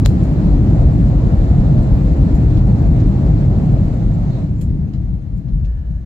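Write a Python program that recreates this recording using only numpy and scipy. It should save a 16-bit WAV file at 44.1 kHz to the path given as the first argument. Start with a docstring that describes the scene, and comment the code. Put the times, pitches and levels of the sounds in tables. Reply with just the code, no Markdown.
"""Hull boom and a close snap open the scene: an airliner cabin rolling out after touchdown.
Swelling low noise booms in the hull; wavering noise carries wheel rumble through the floor.
Engine growl, roar and hiss are shaped noise under reverse thrust that eases, then is cut.
Filtered puffs make trim ticks and rustles; resonated noise makes a thin whine and a late drone.
Two microphone ports with different treble pick it up, over a faint treble noise floor."""
import sys
import numpy as np
from scipy import signal
from scipy.fft import rfft, irfft, next_fast_len
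from scipy.io import wavfile
from scipy.ndimage import uniform_filter1d, minimum_filter1d

SR = 44100
rng = np.random.default_rng(int(sys.argv[2]) if len(sys.argv) > 2 else 0)


def gain_from_db(level_db):
    """Convert decibel levels to linear amplitude factors (20 dB per decade)."""
    decades = np.asarray(level_db, float) / 20
    return 10 ** decades


def wrap_up_sound(samples):
    """Save the sound to the file named by the first command line argument, as 16-bit audio."""
    columns = np.atleast_2d(samples).T
    # keep every value between -1 and 1, then stretch to whole-number steps
    tamed = np.clip(columns, -1, 1)
    steps = np.round(tamed * 32767).astype(np.int16)
    wavfile.write(sys.argv[1], SR, steps)


N = 266883

# Left-right likeness of the noise layers [freq_hz, coherence_0_to_1]
COHERENCE = [(30, .999), (58, .997), (80, .972), (200, .93), (290, .91), (390, .8), (520, .48), (700, .6),
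             (900, .24), (1100, .05), (1500, .25), (2300, .03), (15000, .03)]
# Phase by which the right port lags [freq_hz, lag_rad]
PORT_LAG = [(35, .11), (110, .23), (155, .3), (290, .28), (520, .58), (900, 1.), (1500, 3.4), (2000, 4.1)]
# Difference of the ports' colour [freq_hz, left_minus_right_db]
PORT_COLOUR = [(40, 1.6), (200, 1.75), (700, .5), (1300, -1.5), (3200, 1), (4200, -4), (5200, -4.5),
               (6200, 2), (7200, 17.5), (8200, 4.5), (9700, 3.5), (11700, 10), (12700, 4), (13700, 2.5),
               (15500, 3.5)]
# Reverse thrust held, eased, then cut [time_s, level_re_full_db]
THRUST = [(0, 0), (2.8, 0), (3.5, -1), (4.23, -4.5), (4.41, -4), (4.5, -12), (4.75, -15), (5.2, -19),
          (6.05, -20.5)]
# Shaking from the wheels as the roll slows [time_s, level_re_full_speed_db]
ROLL = [(0, 0.5), (2.8, 0), (3.6, -1), (4.3, -4.5), (4.75, -4.5), (5.1, -8.5), (5.4, -11), (5.7, -12),
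        (6.05, -14.5)]
# Strength of the thin whine before flicker and panning [time_s, relative_level_db]
WHINE_LEVEL = [(0, -88.5), (3, -86), (3.6, -76), (4.3, -69), (4.6, -72.5), (5.05, -77), (5.3, -90),
               (5.6, -79), (6.05, -81)]
# Strength of the breathy drone as the roar dies, before panning [time_s, relative_level_db]
DRONE_LEVEL = [(5.3, -99), (5.5, -78.5), (5.7, -64), (5.85, -65.5), (6.05, -70)]
# Resonances of the drone [freq_hz, width_hz, level_db]
DRONE_PEAKS = [(1490, 95, -5.5), (1700, 150, -1), (2950, 220, -12)]
# Ticks of trim and latches [start_s, level_db, low_hz, high_hz, left_minus_right_db]
TICKS = [(0.0488, -37, 3500, 5600, 8), (2.57, -49, 2400, 5000, 2), (3.0, -52.5, 2200, 6100, -1),
         (3.838, -64, 12000, 15260, 4.5), (4.136, -61.5, 7000, 7560, -5), (4.611, -48, 2200, 15550, 3),
         (4.934, -51.5, 1290, 5700, -5), (5.482, -60.5, 1290, 5500, -5), (5.647, -55, 1800, 5900, -2)]
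# Soft rustles of the same trim [start_s, level_db, low_hz, high_hz, t60_s]
RUSTLES = [(.222, -59.5, 6500, 15500, .15), (0.969, -67, 8500, 15400, 0.23), (1.815, -63, 6500, 15480, .12),
           (1.95, -65, 11000, 15200, .1), (2.34, -55.5, 4930, 15750, 0.12), (2.655, -61, 6360, 15300, .12),
           (2.859, -67.5, 9000, 15700, .2), (3.93, -62.5, 6360, 15200, .1), (4.27, -56.5, 3650, 4460, 0.58),
           (4.54, -68.5, 7050, 7400, 0.46), (5.36, -69, 5000, 15100, .14)]
# Resonances of the trim [freq_hz, width_hz, relative_level_db]
TRIM_PEAKS = [(1550, 230, 5.5), (2320, 600, -3), (4200, 740, -0.5), (7000, 1100, 5.5), (14500, 2500, -1.5)]
# Close snap [start_s, ring_peak_db, left_minus_right_db]
SNAPS = [(.06035, -4, 12)]
# Modes of the snap [freq_hz, relative_level_db, t60_s]
SNAP_MODES = [(696, -4, 0.0061), (1590, 11, 0.0013), (3730, 9.5, 0.0019), (5200, -7, 0.0016),
              (6840, -10.5, 0.0056), (13300, -11.5, .004)]
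# Wheel rumble spectrum [freq_hz, relative_level_db_per_hz]
RUMBLE_SHAPE = [(41, -26.5), (70, -10.5), (81, -1.5), (118, 1), (172, -3), (240, -13.5), (310, -40),
                (530, -120)]
# Brief surges and dips of the rumble [time_s, change_db]
WAVERS = [(.285, -8), (.57, -6.5), (1.261, 6.5), (1.3, -12), (1.335, 6.5), (1.38, -10.5), (1.48, -5),
          (2.16, -11.5), (2.33, -7.5), (2.42, 3), (2.74, 5), (2.786, -5), (3.549, -9), (3.691, 0.5),
          (3.79, -4), (3.84, 3), (3.89, -4.5), (4.38, -3), (4.57, -3), (5.208, -8), (5.43, -8), (5.56, 4),
          (5.63, 5), (5.711, -7.5), (5.8, 3.5), (5.85, -5.5), (5.91, 7)]
# Rumble balance and dulling as the roll slows [time_s, left_minus_right_db, upper_part_loss_db]
LEAN = [(4.6, -1.5, -0.5), (4.9, 3, 0.5), (5.25, 6, 3.5), (5.5, 6, -3.5), (5.65, 4, 5.5), (5.9, 4, 7.5)]
# Jet growl spectrum [freq_hz, relative_level_db_per_hz]
GROWL_SHAPE = [(120, -34), (210, -1), (232, -8.5), (279, 0.5), (430, -17), (560, -51), (950, -120)]
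# Jet roar spectrum [freq_hz, relative_level_db_per_hz]
ROAR_SHAPE = [(240, -22), (410, -6), (461, -3), (638, -4), (1190, -21), (1400, -23.5), (1820, -36.5),
              (3080, -120)]
# Hiss spectrum [freq_hz, relative_level_db_per_hz]
HISS_SHAPE = [(650, -26), (1100, -6.5), (1190, -6), (1890, -6), (3250, -15.5), (4170, -13.5), (4790, -18.5),
              (5990, -21), (7370, -24.5), (7960, -24), (8600, -35.5), (11200, -59), (18900, -120)]
# Spectrum of the faint top-band noise floor [freq_hz, relative_level_db_per_hz]
TREBLE_FLOOR_SHAPE = [(7500, -36), (8600, -4.5), (9500, -7), (11500, -6), (14500, -0.5), (15600, -7.5)]
# Growl, roar, hiss, treble floor, one row each [level_at_full_db, thrust_fall_share, roll_fall_share]
NOISE_LAYERS = [(-24, .2, 1.22), (-33.5, 0.94, .01), (-50, 0.74, .01), (-70.5, 0.39, .2)]
# Hull boom spectrum [freq_hz, relative_level_db_per_hz]
BOOM_SHAPE = [(15, -40), (27, -21), (40, -8), (46, -3), (51, 0), (58, -3), (68, -8), (78, -10), (95, -30),
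              (190, -120)]
# Loudest boom swells, where the runway shakes the hull [centre_s, level_db, half_width_s]
BOOM_SWELLS = [(.09, -8.5, .05), (.24, -19.5, 0.13), (.55, -11.5, 0.11), (.74, -18.5, 0.1),
               (.85, -9.5, 0.064), (1.031, -15.5, 0.089), (1.171, -12.5, 0.025), (1.28, -16, 0.037),
               (1.4, -9.5, 0.04), (1.51, -9, .025), (1.608, -7, 0.014), (1.7, -14.5, .035),
               (1.802, -12, 0.036), (1.94, -6.5, 0.017), (2.119, -10.5, 0.09), (2.22, -10, .025),
               (2.339, -7.5, 0.025), (2.48, -9.5, 0.038), (2.65, -13, 0.13), (2.9, -7.5, 0.066),
               (3.08, -10, 0.05), (3.309, -12, 0.07), (3.512, -16, 0.065), (3.8, -15.5, 0.15),
               (4.08, -10, 0.041), (4.23, -20, 0.07), (4.539, -17.5, 0.049), (4.72, -16, 0.13),
               (5.07, -17.5, 0.12), (5.35, -18.5, 0.03), (5.542, -13, 0.02), (5.66, -14.5, 0.14),
               (5.901, -19, 0.12)]


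def evened(x):
    """Scales to unit rms."""
    return x / np.sqrt(np.mean(x ** 2) + 1e-20)


def read(points, hz):
    """Reads a spectrum table on a log frequency axis."""
    table_hz, value = np.transpose(points)
    return np.interp(np.log(hz + 1), np.log(table_hz + 1), value)


def curve(rows, column=1):
    """Interpolates a time table to every sample."""
    rows = np.asarray(rows)
    return np.interp(np.arange(N) / SR, rows[:, 0], rows[:, column])


def add(mix, start_s, sound):
    """Adds a sound in place, cut at the end of the mix."""
    part = mix[:, round(start_s * SR):][:, :sound.shape[1]]
    part += sound[:, :part.shape[1]]


def smoothed(x, size, axis=-1):
    """Applies a moving average twice."""
    once = uniform_filter1d(x, size=size, axis=axis)
    return uniform_filter1d(once, size=size, axis=axis)


def resonate(x, hz, width_hz):
    """Shifts hz down to zero, smooths, and shifts back: a resonance of gain 1."""
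    turn = np.exp(2j * np.pi * hz * np.arange(x.shape[-1]) / SR)
    pole = np.exp(-np.pi * width_hz / SR)
    return 2 * (turn * signal.lfilter([1 - pole], [1, -pole], x / turn)).real


def turbulence(shape, size, patchy_db, gust_db):
    """Two-port noise from random short-time spectra, with patches and wide-band gusts."""
    frames = 4 * N // size + 6
    hz = np.fft.rfftfreq(size, 1 / SR)
    a, b, c, d, patches = rng.standard_normal((frames, len(hz), 5)).T
    patches = uniform_filter1d(uniform_filter1d(patches, size=9, axis=0), size=9, axis=1)
    patches = evened(patches)
    gusts = evened(uniform_filter1d(rng.standard_normal(frames), size=9))

    same = np.clip(read(COHERENCE, hz), -1, 1)[:, None]
    left = a + 1j * b
    right = same * left + np.sqrt(1 - same ** 2) * (c + 1j * d)
    right = right * np.exp(-1j * read(PORT_LAG, hz))[:, None]
    level_db = read(shape, hz)[:, None] + patchy_db * patches + gust_db * gusts
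    spectra = np.array([left, right]) * gain_from_db(level_db)
    pair = signal.istft(spectra, nperseg=size, noverlap=size - size // 4)[1]
    pair = pair[:, size // 2:][:, :N]
    return pair / np.sqrt(np.mean(pair.mean(0) ** 2))  # unit rms of the port mean


def levelled(x, share):
    """Takes out a share of the noise's own lumps, so typed swells stand out."""
    own = np.sqrt(smoothed(x.mean(0) ** 2, 2000) + 0.036)
    return evened(x / own ** share)


def whine():
    """Narrowly resonated noise: a thin fuzzy tone whose level flickers, stronger on the left."""
    flicker_db = 3.5 * evened(smoothed(rng.standard_normal(N), 3000))
    side_db = np.array([[3], [-6]])
    tone = evened(resonate(rng.standard_normal(N), hz=6400, width_hz=16))
    return gain_from_db(curve(WHINE_LEVEL) + flicker_db - 5.5 + side_db) * tone


def drone():
    """Air noise passed twice through each of a few resonances, stronger on the right."""
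    air = rng.standard_normal(N)
    sound = np.zeros(N)
    for hz, width_hz, level_db in DRONE_PEAKS:
        peak = resonate(resonate(air, hz, width_hz), hz, width_hz)
        sound += gain_from_db(level_db) * evened(peak)
    side_db = np.array([[-8], [4]])
    return gain_from_db(curve(DRONE_LEVEL) + side_db) * sound


def tick(level_db, low_hz, high_hz, pan_db, rise_s, t60_s):
    """A short puff of band noise and a longer trim ring; two early echoes make its colour uneven."""
    t = np.arange(12000) / SR
    late_s = np.maximum(t - rise_s, 0)
    band = signal.butter(N=3, Wn=[low_hz, high_hz], btype="band", fs=SR, output="sos")
    air = rng.standard_normal((2, len(t)))
    echoes = sum(0.44 * np.roll(air, lag, axis=1) for lag in rng.integers(15, 70, size=2))
    air = signal.sosfilt(band, air + echoes)

    ring = evened(sum(gain_from_db(peak_db) * resonate(air, hz, width_hz) / np.sqrt(width_hz)
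                      for hz, width_hz, peak_db in TRIM_PEAKS))
    dulled = signal.lfilter(*signal.butter(N=1, Wn=2500, fs=SR), air)
    puff = evened(dulled + 0.15 * air)
    puff_t60_s = 0.58 * t60_s
    sound = puff * gain_from_db(-60 * late_s / puff_t60_s) + ring * gain_from_db(-5 - 60 * late_s / t60_s)
    side_db = np.array([[pan_db], [-pan_db]]) / 2
    return gain_from_db(level_db + side_db) * np.minimum(t / rise_s, 1) * sound


def trim():
    """Ringing trim: sharp ticks from either side and soft rustles from all around."""
    out = np.zeros((2, N))
    for start_s, *row in TICKS:
        add(out, start_s, tick(*row, rise_s=0.0014, t60_s=0.18))
    for start_s, level_db, low_hz, high_hz, t60_s in RUSTLES:
        rustle = tick(level_db, low_hz, high_hz, pan_db=0, rise_s=0.12 * t60_s, t60_s=t60_s)
        add(out, start_s, rustle)
    return out


def snap():
    """A close click rings six very short modes and leaves a faint bright tail."""
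    out = np.zeros((2, N))
    t = np.arange(6000) / SR
    ring = -sum(gain_from_db(level_db - 60 * t / t60_s) * np.sin(2 * np.pi * hz * t)
                for hz, level_db, t60_s in SNAP_MODES)
    ring = ring / abs(ring).max()
    air = resonate(rng.standard_normal((2, len(t))), hz=4800, width_hz=7000)
    tail = gain_from_db(-36.5 - 60 * t / 0.2) * evened(air)
    for start_s, peak_db, pan_db in SNAPS:
        side_db = np.array([[pan_db], [-pan_db]]) / 2
        add(out, start_s, gain_from_db(peak_db) * (gain_from_db(side_db) * ring + tail))
    return out


def wheels():
    """Floor-borne rumble: low noise that wavers, fades and dulls as the roll slows."""
    x = levelled(turbulence(RUMBLE_SHAPE, size=4096, patchy_db=-0.4, gust_db=-1.6), share=0.26)
    low = signal.sosfiltfilt(signal.butter(N=2, Wn=140, fs=SR, output="sos"), x)
    x = evened(low + (x - low) * gain_from_db(-curve(LEAN, column=2)))
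    t = np.arange(N) / SR
    waver_width_s = 0.023
    waver_db = sum(change_db * np.exp(-((t - time_s) / waver_width_s) ** 2)
                   for time_s, change_db in WAVERS)
    side_db = np.array([[0.5], [-0.5]]) * curve(LEAN)
    return gain_from_db(-12.5 + curve(ROLL) + waver_db + side_db) * x


def engines_and_treble_floor():
    """Jet growl and roar with a hiss above them; a faint, steadier treble noise floor on top."""
    growl = turbulence(GROWL_SHAPE, size=2048, patchy_db=1.03, gust_db=0.15)
    roar = turbulence(ROAR_SHAPE, size=2048, patchy_db=1.1, gust_db=0.76)
    hiss = turbulence(HISS_SHAPE, size=512, patchy_db=0.88, gust_db=0.24)
    treble_floor = turbulence(TREBLE_FLOOR_SHAPE, size=512, patchy_db=1.8, gust_db=0.5)
    thrust_db, roll_db = curve(THRUST), curve(ROLL)
    out = np.zeros((2, N))
    for (level_db, by_thrust, by_roll), layer in zip(NOISE_LAYERS, [growl, roar, hiss, treble_floor]):
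        out += gain_from_db(level_db + by_thrust * thrust_db + by_roll * roll_db) * layer
    return out


def boom():
    """Noise in the hull's lowest mode: a low bed that follows the roll, with bell-shaped swells."""
    t = np.arange(N) / SR
    power = gain_from_db(-21 + curve(ROLL)) ** 2
    for centre_s, level_db, half_width_s in BOOM_SWELLS:
        power += gain_from_db(level_db) ** 2 * np.exp(-2 * ((t - centre_s) / half_width_s) ** 2)
    noise = turbulence(BOOM_SHAPE, size=8192, patchy_db=-1.7, gust_db=-1.0)
    return np.sqrt(power) * levelled(noise, share=0.68)


def scene():
    """Sums all sources at the two ports."""
    return whine() + drone() + trim() + snap() + wheels() + engines_and_treble_floor() + boom()


def roll_off(x):
    """The treble ends steeply here."""
    return signal.sosfilt(signal.butter(12, 16480, fs=SR, output="sos"), x)


def record(dry):
    """Port colour and band edge, a short end fade, and a limiter on the loudest swings."""
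    size = next_fast_len(N + 4096)
    hz = np.fft.rfftfreq(size, 1 / SR)
    edge_hz, end_fade_s = 15760, 0.012
    side_db = np.array([[0.5], [-0.5]]) * read(PORT_COLOUR, hz)
    colour = gain_from_db(side_db) * (hz < edge_hz)
    remaining_s = np.arange(N)[::-1] / SR
    ending = np.sin(np.pi / 2 * np.minimum(remaining_s / end_fade_s, 1)) ** 2
    x = irfft(rfft(dry * ending, size) * colour, size)[:, :N]

    room_db = np.minimum(-1.1 - 20 * np.log10(abs(x).max(0) + 1e-9), 0)
    gain_db = uniform_filter1d(minimum_filter1d(room_db, size=1500), size=1500)
    return roll_off(x * gain_from_db(gain_db))


dry = scene()
out = record(dry)
wrap_up_sound(out)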